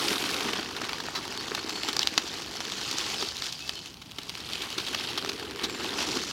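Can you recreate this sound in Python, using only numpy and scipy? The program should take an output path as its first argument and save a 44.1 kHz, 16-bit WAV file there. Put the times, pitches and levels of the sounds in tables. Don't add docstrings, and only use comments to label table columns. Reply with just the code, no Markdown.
import sys
import numpy as np
from scipy import signal
from scipy.fft import rfft, irfft, next_fast_len
from scipy.io import wavfile
from scipy.ndimage import map_coordinates

SR = 44100
rng = np.random.default_rng(int(sys.argv[2]) if len(sys.argv) > 2 else 0)


def pcm_store(signal):
    levels = np.round(np.clip(np.atleast_2d(signal), -1, 1) * 32767)
    wavfile.write(sys.argv[1], SR, levels.astype(np.int16).T)


N = 278785

# (frequency [Hz], relative density [dB per Hz])
AIR_SPECTRUM = [(20, -36), (32, -16), (45, -4.5), (62, 4), (105, 3), (160, 2.5), (350, -1.5), (550, -15),
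                (900, -9), (1700, -20), (3000, -17), (5500, -50), (9000, -27), (16000, -30)]
# (time [s], length [s], start pitch [Hz], end pitch [Hz], level before a common gain [dB])
BIRD_NOTES = [(1.25, 0.15, 5100, 4940, -60), (1.374, 0.037, 4440, 4380, -40.5),
              (1.569, .05, 4400, 4370, -47), (1.66, 0.34, 7460, 7300, -55), (1.707, 0.15, 4380, 4370, -46),
              (2.532, 0.057, 4400, 4330, -50), (2.774, 0.036, 4350, 4280, -47),
              (3.169, 0.052, 5440, 4300, -39), (3.537, 0.029, 5200, 4340, -45),
              (3.598, 0.074, 2500, 2710, -47), (3.734, 0.067, 4270, 4330, -49),
              (3.752, 0.041, 3090, 3000, -48), (3.844, .057, 6400, 6300, -61),
              (4.247, .15, 6850, 6750, -64), (5.67, 0.11, 7650, 7050, -52)]
# (time [s], peak level before echoes [dB])
LOG_KNOCKS = [(0.108, -25), (0.452, -26), (0.585, -25.5), (1.512, -28.5), (1.884, -28.5), (2.173, -28),
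              (3.221, -28), (4.182, -36.5), (4.774, -30.5), (5.233, -30.5), (5.634, -26.5), (6.158, -23.5)]
# (frequency [Hz], bandwidth [Hz], level [dB])
LOG_MODES = [(249, 150, -6.5), (319.7, 90, -0.5), (390.4, 100, -2), (473, 276, -15)]
# (time [s], crack rms over 10 ms [dB], pitch [Hz], tearing time scale [s],
# woody body against the crack before a common trim [dB])
LOUD_SNAPS = [(0.0829, -25.5, 3720, .0032, -13), (0.1085, -36, 4000, .0069, 2),
              (0.2516, -30, 3680, 0.0091, -8), (0.3429, -30, 3800, 0.0018, -9),
              (0.534, -31.5, 3300, 0.00053, -5), (0.5871, -44, 2900, 0.0023, 9),
              (0.7654, -35, 3900, 0.0019, -5), (0.892, -32.5, 2780, 0.0039, -2),
              (0.8162, -37, 3650, 0.0029, 4.5), (0.9316, -32, 3020, 0.0012, -3.5),
              (1.002, -34, 3700, 0.0037, -0.5), (1.0853, -46, 2900, 0.001, 13),
              (1.1515, -27.5, 3920, 0.019, -4), (1.3755, -35, 4130, .0008, -5),
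              (1.518, -44.5, 3200, .0005, 10.5), (1.5489, -28.5, 3900, 0.0024, -8),
              (1.5764, -45, 3600, .0026, 11.5), (1.6938, -32, 4220, 0.0025, -7),
              (1.834, -31, 3130, 0.00084, -7), (1.8853, -26.5, 3170, 0.0062, -6),
              (1.93, -32.5, 4000, 0.0014, -21), (1.9663, -26.5, 4870, 0.0017, -6.5),
              (1.9928, -22, 4700, .00093, -12.5), (2.0157, -29, 3800, 0.0056, -12),
              (2.03, -25, 3300, 0.0016, -19), (2.073, -21, 3540, .00016, -13),
              (2.1781, -18.5, 4200, 0.0024, -6.5), (2.605, -34.5, 3600, 0.00064, -1),
              (2.6513, -37.5, 4150, 0.0022, -18), (2.7204, -33, 4000, 0.00057, -16),
              (2.9122, -29, 4700, .003, -34), (2.9846, -29.5, 5300, 0.00052, -10),
              (3.2242, -31, 4200, 0.003, -1.5), (3.3684, -36, 4680, 0.00041, -25),
              (3.4213, -31.5, 4100, 0.002, -7), (3.525, -33.5, 4430, 0.0021, -14),
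              (3.6932, -27.5, 3100, 0.0011, -11.5), (4.0163, -42, 3320, 0.0064, -7),
              (4.1844, -33.5, 3230, 0.0037, -8), (4.295, -33.5, 3650, 0.00084, -13),
              (4.353, -37, 2730, 0.00019, -10), (4.6202, -33, 3600, .0014, -34),
              (4.5342, -32.5, 3250, 0.00028, -25), (4.7805, -27, 3320, 0.0042, -8),
              (4.947, -31, 4550, 0.0023, 0), (5.1763, -27, 3680, 0.0049, -6),
              (5.2477, -37.5, 3700, 0.00093, 4), (5.261, -38.5, 3220, 0.0014, 0),
              (5.291, -28, 3750, 0.0052, -8), (5.6348, -27, 3520, 0.011, -11),
              (5.6399, -28, 4030, .0084, -10)]
# (frequency [Hz], response [dB])
LITTER_RESPONSE = [(450, 18.5), (610, 4), (800, -1.5), (1230, -1), (1800, -2.5), (2350, -3), (3050, 3.5),
                   (3500, 1), (4400, 1), (5300, -2), (8600, -15), (11800, -19), (14000, -23.5),
                   (15800, -29)]
# (time [s], leaf rustle level [dB])
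LOG_MOTION = [(0, -32.5), (0.3, -35.5), (0.56, -37), (0.68, -43.5), (1.3, -42.5), (2.0, -40.5), (2.15, -42),
              (2.62, -41.5), (3.05, -35), (3.25, -37), (3.33, -42), (3.86, -45), (3.99, -55), (4.12, -50),
              (4.22, -46.5), (4.55, -38.5), (5.0, -36.5), (5.54, -43.5), (5.92, -38.5), (6.0, -34),
              (6.16, -35.5), (6.26, -40.5)]
# (time [s], extra level [dB])
HAND_SHOVES = [(0.83, 3.5), (1.56, 0.5), (1.68, 1), (1.88, 2.5), (3.46, 6), (5.24, 0.5), (5.64, 5),
               (5.84, 3)]
# (time [s], lift [0 lying to 1 on edge])
LOG_LIFT = [(0, 0.29), (0.55, 0.0069), (1.3, 0.11), (2.4, 0.25), (3.1, 0.49), (3.45, 0.78), (4.3, 0.68),
            (5.0, 0.54), (5.45, 0.082), (5.8, 0.091), (6.32, 0.26)]
# (time [s], upper rustle gain [dB])
FROND_GAIN = [(0, -0.5), (1.0, 2.5), (3.7, 3.5), (4.2, -2), (5.6, -3.5), (6.32, 6.5)]
# (frequency [Hz], side against mid [dB])
SIDE_RESPONSE = [(30, -1), (120, -31), (300, -21), (1000, -33), (3000, -129), (5500, -65), (8500, -25.5),
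                 (12000, -10.5)]

TOP_HZ = 15950
SHOVE_S = 0.036
TRILL_HZ, TRILL_DEPTH, TRILL_ABOVE_HZ = 68.3, 0.029, 6000
SCRAPE_DB, SCRAPE_LIFT_DB = -2, 16
CRUMB_DB, CRUMB_LIFT_DB = 0, 10
SOIL_DB, SOIL_LIFT_DB = -13, 10
EDGE_DB, EDGE_TEAR_DB = -16.5, 6.5
TEAR_FREE_S, TEAR_FADE_S = 0.33, 0.2
TURN_S, TURN_LENGTH_S = 4.7, 0.63
DOWN_SCRAPE_DB, DOWN_CRUMB_DB = 1, -1.5
DRAG_DB, DRAG_HZ, DRAG_S, DRAG_HALF_S = -3.5, 400, 5.44, 0.24
FIBRES_PER_S, FIBRE_HZ, FIBRE_TEAR_S = 20, 3600, 0.0011
FIBRE_DB, FIBRE_SPREAD_DB, FIBRE_FOLLOW = -40, 1.5, 0.6
FIBRE_BODY_DB, FIBRE_LIFT_DB = 0, 19


def amp(db):
    return 10 ** (np.asarray(db) / 20)


def unit(x):
    return x / np.sqrt(np.mean(x ** 2) + 1e-20)


def along(points, hz):
    f, v = np.transpose(points)
    return np.interp(np.log(hz + 1), np.log(f + 1), v)


def curves(rows):
    s, *cols = np.transpose(rows)
    return [np.interp(np.arange(N) / SR, s, c) for c in cols]


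def wobble(rate):
    knots = rng.standard_normal(int(N * rate / SR) + 4)
    return map_coordinates(knots, [np.arange(N) * rate / SR])


def ramp(start_s, length_s):
    return np.clip((np.arange(N) / SR - start_s) / length_s, 0, 1)


def filtered(x, response):
    n = x.shape[-1]
    m = next_fast_len(n + 4096)
    return irfft(rfft(x, m) * response(np.fft.rfftfreq(m, 1 / SR)), m)[..., :n]


def band(x, lo_hz, hi_hz, order=3):
    edges_hz = [lo_hz, min(hi_hz, SR / 2 - 1)]
    return signal.sosfilt(signal.butter(order, edges_hz, "band", fs=SR, output="sos"), x)


def resonance(f, hz, width):
    return 1j * f * width / (hz * hz - f * f + 1j * f * width)


def hollow(x):
    def response(f):
        return sum((-1) ** k * amp(db) * resonance(f, hz, w) for k, (hz, w, db) in enumerate(LOG_MODES))
    return filtered(x, response)


def add(track, s, sound):
    i = max(round(s * SR), 0)
    track[i:i + len(sound)] += sound[:N - i]


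def echoes(x, t60, wet_db):
    t = np.arange(int(t60 * SR)) / SR
    tail = rng.standard_normal(len(t)) * amp(-60 * t / t60)
    return x + amp(wet_db) * signal.fftconvolve(x, tail / np.linalg.norm(tail))[:len(x)]


def grains(rate, lo_hz, hi_hz, life, spread_db, size=128):
    when, pitch, phase, a, b, c = rng.random((int(rate * N / SR), 6)).T
    t = np.arange(size) / SR
    strength = amp(spread_db * 2 * (a + b + c))
    hz = lo_hz + (hi_hz - lo_hz) * pitch
    waves = np.sin(2 * np.pi * (hz[:, None] * t + phase[:, None]))
    rings = strength[:, None] * np.exp(-t / life) * waves
    at = (when * N).astype(int)[:, None] + np.arange(size)
    return unit(np.bincount(at.ravel(), rings.ravel(), N)[:N])


def air():
    noise = filtered(rng.standard_normal(N), lambda f: amp(along(AIR_SPECTRUM, f)))
    return amp(-51.0 + 0.3 * wobble(2.1)) * unit(noise)


def birds():
    out, waver = np.zeros(N), 1 + 0.0083 * wobble(200)
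    for s, length, start_hz, end_hz, db in BIRD_NOTES:
        u = np.linspace(0, 1, int(length * SR))
        hz = (start_hz + (end_hz - start_hz) * u) * waver[int(s * SR):][:len(u)]
        if start_hz > TRILL_ABOVE_HZ:
            hz = hz * (1 + TRILL_DEPTH * np.sin(2 * np.pi * TRILL_HZ * length * u))
        swell = np.sqrt(np.abs(np.sin(np.pi * u)))
        whistle = np.sin(2 * np.pi * np.cumsum(hz) / SR)
        add(out, s, amp(db + 4.5) * swell * whistle)
    return echoes(out, t60=0.7, wet_db=-1)


def knocks():
    out, t = np.zeros(N), np.arange(SR // 8) / SR
    for s, db in LOG_KNOCKS:
        impact = rng.standard_normal(len(t)) * amp(-60 * t / 0.054)
        blow = band(hollow(impact), 73, 1500, order=2)
        add(out, s, amp(db) * blow / np.abs(blow).max())
    return out


def motion():
    t = np.arange(N) / SR
    swells = sum(db * np.exp(-((t - s) / SHOVE_S) ** 2) for s, db in HAND_SHOVES)
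    return curves(LOG_MOTION)[0] + swells


def fibres():
    count = int(FIBRES_PER_S * N / SR)
    when, a, b, pitch, tear = rng.random((count, 5)).T
    at = ((np.arange(count) + when) * N / count).astype(int)
    motion_db, lift = motion(), curves(LOG_LIFT)[0]
    follow_db = FIBRE_FOLLOW * (motion_db[at] - motion_db.mean())
    db = FIBRE_DB + follow_db + FIBRE_SPREAD_DB * 2 * (a - b)
    hz = FIBRE_HZ * 2 ** (0.6 * (pitch - 0.5))
    tearing = FIBRE_TEAR_S * 2 ** (3 * (tear - 0.5))
    return list(zip(at / SR, db, hz, tearing, FIBRE_BODY_DB - FIBRE_LIFT_DB * lift[at]))


def over_10_ms(x):
    return x * np.sqrt(SR / 100 / np.sum(x ** 2))


def snaps():
    out, t = np.zeros(N), np.arange(SR // 20) / SR
    for s, db, hz, tearing, body_db in list(LOUD_SNAPS) + fibres():
        run = np.exp(-(t / (1.66 * tearing)) ** 2) * (1 - 0.35 * np.exp(-2 * t / tearing))
        ticks = run * rng.standard_normal(len(t)) * (rng.random(len(t)) < 12000 / SR)
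        ticks[0] = 2.9 * np.exp(-tearing / 0.015)
        ticks = echoes(ticks, t60=0.025, wet_db=-12)
        twig = filtered(ticks, lambda f: resonance(f, hz, 1650))
        splinter = amp(-3.5 - 0.22 * (db + 54.0))
        crack = over_10_ms(band(twig, 2330, 6500) + splinter * band(twig, 7870, 17300, order=2))
        body = over_10_ms(band(ticks, 696, 1670, order=2))
        add(out, s, amp(db) * (crack + amp(body_db - 1.0) * body))
    return out


def rustle():
    leaf_db = motion()
    lift, = curves(LOG_LIFT)
    frond_db, = curves(FROND_GAIN)
    down = ramp(TURN_S, TURN_LENGTH_S)
    tearing = 1 - ramp(TEAR_FREE_S, TEAR_FADE_S)
    scrape_db = leaf_db + SCRAPE_DB - SCRAPE_LIFT_DB * lift + DOWN_SCRAPE_DB * down
    soil_db = leaf_db + SOIL_DB - SOIL_LIFT_DB * lift + DOWN_SCRAPE_DB * down
    crumb_db = leaf_db + CRUMB_DB - CRUMB_LIFT_DB * lift + DOWN_CRUMB_DB * down
    edge_db = leaf_db + EDGE_DB + EDGE_TEAR_DB * tearing
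    jerks = amp(1.1 * wobble(50) + 1.5 * wobble(170))

    def litter(x, lo, hi):
        coloured = filtered(x * jerks, lambda f: amp(along(LITTER_RESPONSE, f)))
        return unit(band(coloured, lo, hi, order=4))

    crackle = grains(rate=900, lo_hz=1500, hi_hz=16200, life=0.00009, spread_db=-1.0)
    blades = grains(rate=1500, lo_hz=1910, hi_hz=9530, life=0.00057, spread_db=2.0)
    stalks = grains(rate=170, lo_hz=716, hi_hz=7200, life=0.0013, spread_db=4.0, size=256)
    crumbs = grains(rate=1000, lo_hz=427, hi_hz=2785, life=0.0017, spread_db=-1, size=256)
    edges = grains(rate=2000, lo_hz=7480, hi_hz=16900, life=0.0019, spread_db=2.0)
    brush = amp(np.minimum(leaf_db + 34, 0) / 2) * rng.standard_normal(N)

    leaves = litter(blades + 1.2 * crackle + 0.6 * stalks + brush, 2300, 8000)
    upper = filtered(leaves, lambda f: 1 - 1 / (1 + (f / 4500) ** 8))
    leaves = leaves + (amp(frond_db) - 1) * upper
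    crumbling = litter(crumbs + 0.32 * stalks + brush, 690, 2510)
    rims = litter(edges + 0.85 * crackle + 0.76 * brush, 8350, 19300)

    rubs = grains(rate=600, lo_hz=101, hi_hz=760, life=0.00058, spread_db=3.5)
    scrape = unit(band(hollow(rubs), 140, 700, order=2))
    drag = unit(filtered(scrape, lambda f: resonance(f, DRAG_HZ, 86)))
    dragging = np.exp(-((np.arange(N) / SR - DRAG_S) / DRAG_HALF_S) ** 2)
    scrape = (1 - 0.17 * dragging) * scrape + amp(DRAG_DB + 1.1 * wobble(25)) * dragging * drag
    soil = unit(band(rng.standard_normal(N) * jerks, 93, 316, order=2))

    return (amp(scrape_db) * scrape + amp(soil_db) * soil + amp(crumb_db) * crumbling
            + amp(leaf_db) * leaves + amp(edge_db) * rims)


def scene():
    mid = echoes(rustle() + snaps() + knocks(), t60=0.32, wet_db=-15.5) + birds() + air()
    t = np.arange(SR // 8) / SR
    tail = rng.standard_normal(len(t)) * amp(-60 * t / 0.59)
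    diffuse = signal.fftconvolve(mid, tail / np.linalg.norm(tail))[:N]
    side = filtered(diffuse, lambda f: amp(along(SIDE_RESPONSE, f)))
    return np.array([mid + side, mid - side])


def record(dry):
    return filtered(dry, lambda hz: hz < TOP_HZ)


dry = scene()
out = record(dry)
pcm_store(out)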